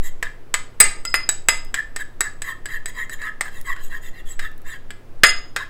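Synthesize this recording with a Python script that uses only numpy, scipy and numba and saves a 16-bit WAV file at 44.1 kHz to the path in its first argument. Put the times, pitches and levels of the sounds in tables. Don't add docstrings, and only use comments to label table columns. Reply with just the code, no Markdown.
import sys
import numpy as np
from scipy import signal
from scipy.fft import rfft, irfft
from scipy.io import wavfile
from scipy.ndimage import uniform_filter1d
from numba import njit

SR = 44100
rng = np.random.default_rng(int(sys.argv[2]) if len(sys.argv) > 2 else 0)


def gain_from_db(level_db):
    decades = np.asarray(level_db, float) / 20
    return 10 ** decades


def persist_wave(psi):
    counts = np.round(np.clip(psi, -1, 1) * 32767).astype(np.int16)
    wavfile.write(sys.argv[1], SR, np.atleast_2d(counts).T)


N = 250929


def colour(x, points):
    hz, db = np.transpose(points)
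    f = np.maximum(np.fft.rfftfreq(4096, 1 / SR), 1)
    cepstrum = irfft(np.interp(np.log(f), np.log(hz), db) * np.log(10) / 20)
    cepstrum[1:2048] *= 2
    cepstrum[2049:] = 0
    return signal.fftconvolve(x, irfft(np.exp(rfft(cepstrum))))[:len(x)]


def butter(x, order, hz, kind):
    return signal.sosfilt(signal.butter(order, hz, kind, fs=SR, output="sos"), x)


def unit(x):
    return x / np.sqrt(np.mean(x ** 2))


def walk(size):
    steps = uniform_filter1d(rng.standard_normal(2 * N // size + 2), size=2)
    return 2.36 * np.interp(np.arange(N), np.arange(len(steps)) * size / 2, steps)


@njit
def resonate(x, hz, width_hz):
    y, first, second, pole = np.empty(len(x)), 0j, 0j, 0j
    for i in range(len(x)):
        if i % 32 == 0:
            pole = np.exp(np.pi * (2j * hz[i] - width_hz) / SR)
        first = first * pole + x[i]
        second = second * pole + first
        y[i] = second.imag
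    return y


def ring(hz, db, t60_s, phase=0):
    t = np.arange(SR // 2) / SR
    return gain_from_db(db) * np.sin(2 * np.pi * hz * t + phase) * np.exp(-np.log(1000) * t / t60_s)


def add(out, s, sound):
    i = int(s * SR)
    out[i:i + len(sound)] += sound[:N - i]


# f/Hz, level/dB per Hz
HUSH = [(25, -92.5), (40, -69), (65, -79.5), (100, -77.5), (200, -79.5), (400, -77.5), (800, -86.5),
        (1600, -90.5), (3200, -100), (6400, -107), (12000, -110), (15500, -111)]
# f/Hz, level/dB rms
FRIDGE = [(84, -56), (120, -55.5), (240, -65)]
# t/s, level/dB
SWAY = [(0, -24), (.3, -19), (.5, -26), (3.6, -26), (4.3, -21), (4.6, -26), (5.4, -25), (5.69, -34)]


def background():
    t, f = np.arange(N) / SR, np.maximum(np.fft.rfftfreq(N, 1 / SR), 1)
    hz, per_hz_db = np.transpose(HUSH)
    shape = gain_from_db(np.interp(np.log(f), np.log(hz), per_hz_db)) * np.sqrt(SR / 2)
    hush = irfft(rfft(rng.standard_normal(N)) * shape, N)

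    waver_db = unit(uniform_filter1d(rng.standard_normal(N), 8000))
    hum = sum(gain_from_db(db + waver_db) * np.sqrt(2) * np.sin(2 * np.pi * hz * t) for hz, db in FRIDGE)

    sway = irfft(rfft(rng.standard_normal(N)) * (f > 2) / (1 + (f / 15) ** 6), N)
    sway_db = uniform_filter1d(np.interp(t, *np.transpose(SWAY)), SR // 10)
    return hush + hum + gain_from_db(sway_db) * unit(sway)


# f/Hz, t60/s
KITCHEN_T60 = [(150, 0.49), (700, 0.52), (1900, 0.3), (3500, 0.38), (7000, 0.29), (12000, 0.21),
               (15000, .08)]


def kitchen(x):
    level_db = -12
    t, tail = np.arange(SR // 2) / SR, 0
    hz, t60_s = np.transpose(KITCHEN_T60)
    for f in 100 * 2 ** np.arange(0, 7.5, .5):
        band = butter(rng.standard_normal(len(t)), 2, [f / 2 ** .25, f * 2 ** .25], "band")
        tail = tail + band * np.exp(-np.log(1000) * t / np.interp(np.log(f), np.log(hz), t60_s))
    tail *= np.clip((t - .002) / 0.002, 0, 1)
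    return gain_from_db(level_db) * signal.fftconvolve(x, tail / np.sqrt(np.sum(tail ** 2)))[:N]


# t/s, f/Hz, level/dB, t60/s, start phase/turns
JOLTS = [
    (0, 7.6, -10, 1.2, -.25),
    (1.85, 40, -36, .3, 0),
]


def hand_jolts():
    out = np.zeros(N)
    for s, hz, db, t60_s, turns in JOLTS:
        add(out, s, ring(hz, db, t60_s, 2 * np.pi * turns) * np.hanning(SR)[SR // 2:])
    return out


# t/s, peak level/dB
TICKS = [
    (1.649, -16),
    (3.613, -9),
    (4.5156, -24),
    (4.579, -20.5),
    (4.618, -23),
]


def ticks():
    out, t = np.zeros(N), np.arange(400) / SR
    for s, db in TICKS:
        snap = signal.lfilter([1, -.8], 1, rng.standard_normal(400))
        add(out, s, gain_from_db(db - 20.5) * snap * np.exp(-t / 0.0014))
    return out


def drag_mode(drive, judder, hz, width_hz, db):
    catches = rng.standard_normal(N) * rng.exponential(size=N) * judder * drive
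    catches *= gain_from_db(db + 2.6 * walk(size=1400))
    hz = hz * (1 + .009 * walk(size=1500))
    return resonate(catches, hz, 0.99 * width_hz) * width_hz ** 1.583 / SR


# t/s, length/s, blade pressure level/dB, tip pressure level/dB, blade f/Hz
STROKES = [(0.017, 0.08, -38, -42, 1920), (0.224, 0.053, -32.5, -67, 1790), (1.54, 0.078, -45, -65, 1960),
           (1.741, 0.071, -26, -55, 1770), (1.981, 0.048, -27.5, -47, 1810),
           (2.222, 0.059, -29.5, -54, 1756), (2.43, 0.1, -26.5, -44.5, 1865),
           (2.673, 0.11, -27.5, -49.5, 1836), (2.872, 0.031, -33, -44, 1924),
           (2.933, 0.12, -26.5, -50, 1900), (3.104, 0.046, -33, -41.5, 1830),
           (3.181, 0.12, -25, -52.5, 1830), (3.428, 0.067, -33.5, -53.5, 1766),
           (3.505, 0.11, -40.5, -52, 1865), (3.64, 0.1, -28.5, -48.5, 1843), (3.746, 0.07, -39, -67, 1740),
           (3.795, 0.094, -50, -48.5, 1760), (3.888, 0.098, -30.5, -51, 1805),
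           (4.01, 0.088, -43.5, -49.5, 1850), (4.125, 0.093, -44, -61, 1904),
           (4.246, 0.099, -47.5, -49, 1850), (4.391, 0.089, -31.5, -52.5, 1750),
           (4.639, 0.13, -35, -51.5, 1810), (5.555, 0.089, -28, -56, 1680)]
# f/Hz, width/Hz, level/dB
DRAG_LOW = [(1065, 128, -13.5), (1292, 71, -17.5), (2017, 270, -16)]
DRAG_MID = [(2730, 100, -3), (3190, 170, -3), (3950, 200, -7), (4800, 250, -12), (5035, 40, -17)]
DRAG_TOP = [(6600, 140, -7), (7050, 220, -2), (7800, 200, 0), (9500, 280, -10), (10100, 280, -8),
            (11300, 220, -11), (11850, 280, -6), (12400, 350, -10), (13300, 450, -12), (14900, 500, -13)]
# t/s, f/Hz
NECK_DRY = [(0, 3870), (3.95, 3950), (4.01, 3620), (4.12, 4130), (4.24, 3430), (4.4, 3820), (4.64, 3650),
            (5.5, 3840)]


def scrape():
    neck_deep_hz, dive, dive_span = 3180, 0.722, 0.087
    press, blade_hz, neck_hz = np.zeros((3, N)), np.full(N, 1800.), np.full(N, float(neck_deep_hz))
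    for s, length_s, blade_db, tip_db, hz in STROKES:
        middle_db = -26 + 0.25 * blade_db + 0.29 * tip_db
        press_db = np.array((blade_db, middle_db, tip_db))
        i, u = int(s * SR), np.arange(int(length_s * SR)) / (length_s * SR)
        press[:, i:i + len(u)] += gain_from_db(press_db)[:, None] * np.sin(np.pi * u ** 1.28) ** 0.69
        blade_hz[i:] = hz
        neck_hz[i:] = neck_deep_hz
        rise_hz = np.interp(s, *np.transpose(NECK_DRY)) - neck_deep_hz
        neck_hz[i:i + len(u)] += rise_hz / (1 + np.exp((u - dive) / dive_span))

    judder = gain_from_db(0.9 * walk(size=200))
    sound = drag_mode(press[0], judder, blade_hz, 120, 0)
    sound += drag_mode(press[0], judder, 1.07 * blade_hz, 140, -6)
    sound += drag_mode(press[0], judder, .93 * blade_hz, 120, -6)
    sound += drag_mode(press[1], judder, neck_hz, 150, 0)
    for drive, modes in zip(press, (DRAG_LOW, DRAG_MID, DRAG_TOP)):
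        for hz, width_hz, db in modes:
            sound += drag_mode(drive, judder, hz, width_hz, db)
    grit = butter(rng.standard_normal(N) * judder * (press[1] + press[2]), 2, 2500, "high")
    return gain_from_db(-33.0) * sound + gain_from_db(-9.5) * grit


# f/Hz, level/dB per Hz
CRACK = [(150, -48.5), (400, -15.5), (1000, -7.5), (1800, 5), (3000, -7), (5000, -9.5), (6000, -18),
         (7800, -8), (10000, -23.5), (12500, -33.5), (14000, -35), (16000, -34)]


def crack(peak_db, rim_db):
    t = np.arange(SR // 4) / SR
    hz, db = np.transpose(CRACK)
    tilt_db_oct = -0.41 - 0.1473 * peak_db + 0.048 * rim_db
    body_db = 0.48 * rim_db * np.exp(-(np.log2(hz / 2900) / .4) ** 2)
    shape = np.transpose([hz, db + tilt_db_oct * np.log2(hz / 2000) + body_db])
    decay = np.exp(-t / 0.0071) + 0.43 * np.exp(-t / 0.00056) + 0.033 * np.exp(-t / 0.0067)
    noise = colour(rng.standard_normal(len(t)) * decay, shape)
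    noise = butter(noise, 4, 230, "high")
    return gain_from_db(peak_db - 12.5) * noise / np.abs(noise).max()


def thud(peak_db):
    db = -39 + 0.81 * peak_db
    low, high = rng.standard_normal(2)
    return ring(440 + 30 * low, db, .055) + ring(670 + 40 * high, db, .055)


# f/tip f, level/dB, t60/s
TIP = [(1.0, 3.5, 0.051), (1.014, -12.5, 0.011), (.982, -7.5, 0.044), (.83, -12, 0.033), (.885, -11, 0.045),
       (.49, -15.5, 0.065), (.34, -24.5, 0.026), (.41, -31, .035), (.69, -20, .03)]
# f/Hz, level/dB, t60/s
EDGE = [(9400, 0, .035), (10050, -3, .025), (11900, -4, .03), (12450, -3, .03), (13300, -6, .02),
        (14200, -6, .02)]


def spoon(peak_db, spoon_db, rim_db, tip_hz):
    tip_db = peak_db + spoon_db
    edge_db = peak_db + max(-16 + 0.6 * spoon_db, -32.5)
    blade_db = -16.5 + 0.3 * peak_db + 0.23 * spoon_db - .05 * rim_db
    blade_hz = 1760 + 0.98 * (tip_hz - 7900) - 7 * rim_db
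    sound = ring(blade_hz, blade_db + 0.5, .045)
    sound += ring(4860 + 60 * rng.standard_normal(), tip_db - 12, .05)
    for k, (multiple, db, t60_s) in enumerate(TIP):
        spot_db = (k > 0) * 3 * rng.standard_normal()
        sound += ring(multiple * tip_hz, db + tip_db + spot_db, t60_s)
    for hz, db, t60_s in EDGE:
        sound += ring(hz * (1 + 0.0038 * rng.standard_normal()), db + edge_db - 4, t60_s)
    return sound


# f/Hz, level/dB, t60/s, group (0 low, 1 middle, 2 high)
WALL = [(2043, 0, .29, 0), (2066, -15, .15, 0), (1278, -22, .2, 0), (2630, -14, .14, 0), (5032, 0, .35, 1),
        (5070, -13, .2, 1), (4900, -13, .12, 1), (7176, -1, .28, 2), (6690, -3, .3, 2), (8915, -1, .24, 2),
        (9390, -9, .2, 2), (9862, -6, .22, 2), (11530, -11, .2, 2), (13500, -18, .15, 2)]
WALL_DB = (-36, -56, -73)


def bowl_wall(peak_db, rim_db):
    group_db = np.array(WALL_DB) + np.array((1.01, 1.1535, 1.61)) * peak_db
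    group_db += np.array((0.32, 1.15, 0.95)) * rim_db
    rings = np.zeros((3, SR // 2))
    for hz, db, t60_s, group in WALL:
        spot_db = (db < 0) * 2.2 * rng.standard_normal()
        rings[group] += ring(hz, db + group_db[group] + spot_db, t60_s)
    return rings


# t/s, force level/dB, spoon ring level/dB re force, height up the wall/dB of rim ring, tip f/Hz
CLINKS = [(0.2269, 2.5, -37.5, -6, 7780), (0.5412, 5, -20, -0.5, 7940), (0.8021, 19.5, -14, 4.5, 8080),
          (1.0517, -10, -13.5, 36, 7770), (1.1415, 13, -64, 14.5, 7380), (1.291, 0.5, -9.5, 0.5, 7860),
          (1.486, 15.5, -22, 12, 7810), (1.7424, 2.5, -24.5, 3.5, 7820), (1.9624, -4.5, -20.5, -1.5, 7940),
          (2.2074, 6.5, -19, -6.5, 7880), (2.4199, -10, -15, 7.5, 7960), (2.6574, -9.5, -20, 11, 7920),
          (2.8584, -8, -17, 7, 7990), (3.096, -16, -20.5, -2.5, 7910), (3.2175, -15, -30, 4, 7900),
          (3.4094, 2.5, -26, -10, 8150), (3.7626, -21, -42.5, 18, 7740), (4.3934, -5, -30.5, 4, 7930),
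          (4.9055, -12, -29, 7.5, 7870), (5.2347, 23, -40.5, 16, 8200), (5.5628, 3.5, -50, -2, 7700)]
WALL_FLUTTER_DB = (1.1, 2.8, 3.2)


def clinks():
    knocks, wall = np.zeros(N), np.zeros((3, N))
    for s, peak_db, spoon_db, rim_db, tip_hz in CLINKS:
        add(knocks, s, crack(peak_db, rim_db))
        add(knocks, s, thud(peak_db))
        add(knocks, s, spoon(peak_db, spoon_db, rim_db, tip_hz))
        for group, rings in zip(wall, bowl_wall(peak_db, rim_db)):
            add(group, s, rings)
    return knocks, sum(group * gain_from_db(1.5 + db * walk(size=700)) for group, db in zip(wall, WALL_FLUTTER_DB))


def scene():
    knocks, wall = clinks()
    near = knocks + scrape() + ticks()
    echo = kitchen(near + .25 * wall)
    return (near + wall + echo + background() + hand_jolts())[None]


def band_limit(x):
    return signal.sosfilt(signal.butter(12, 20000, fs=SR, output="sos"), x)


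def record(dry):
    heard = signal.sosfilt(signal.ellip(8, .2, 60, 15700, fs=SR, output="sos"), dry)
    return band_limit(np.clip(heard, -1, 1))


dry = scene()
out = record(dry)
persist_wave(out)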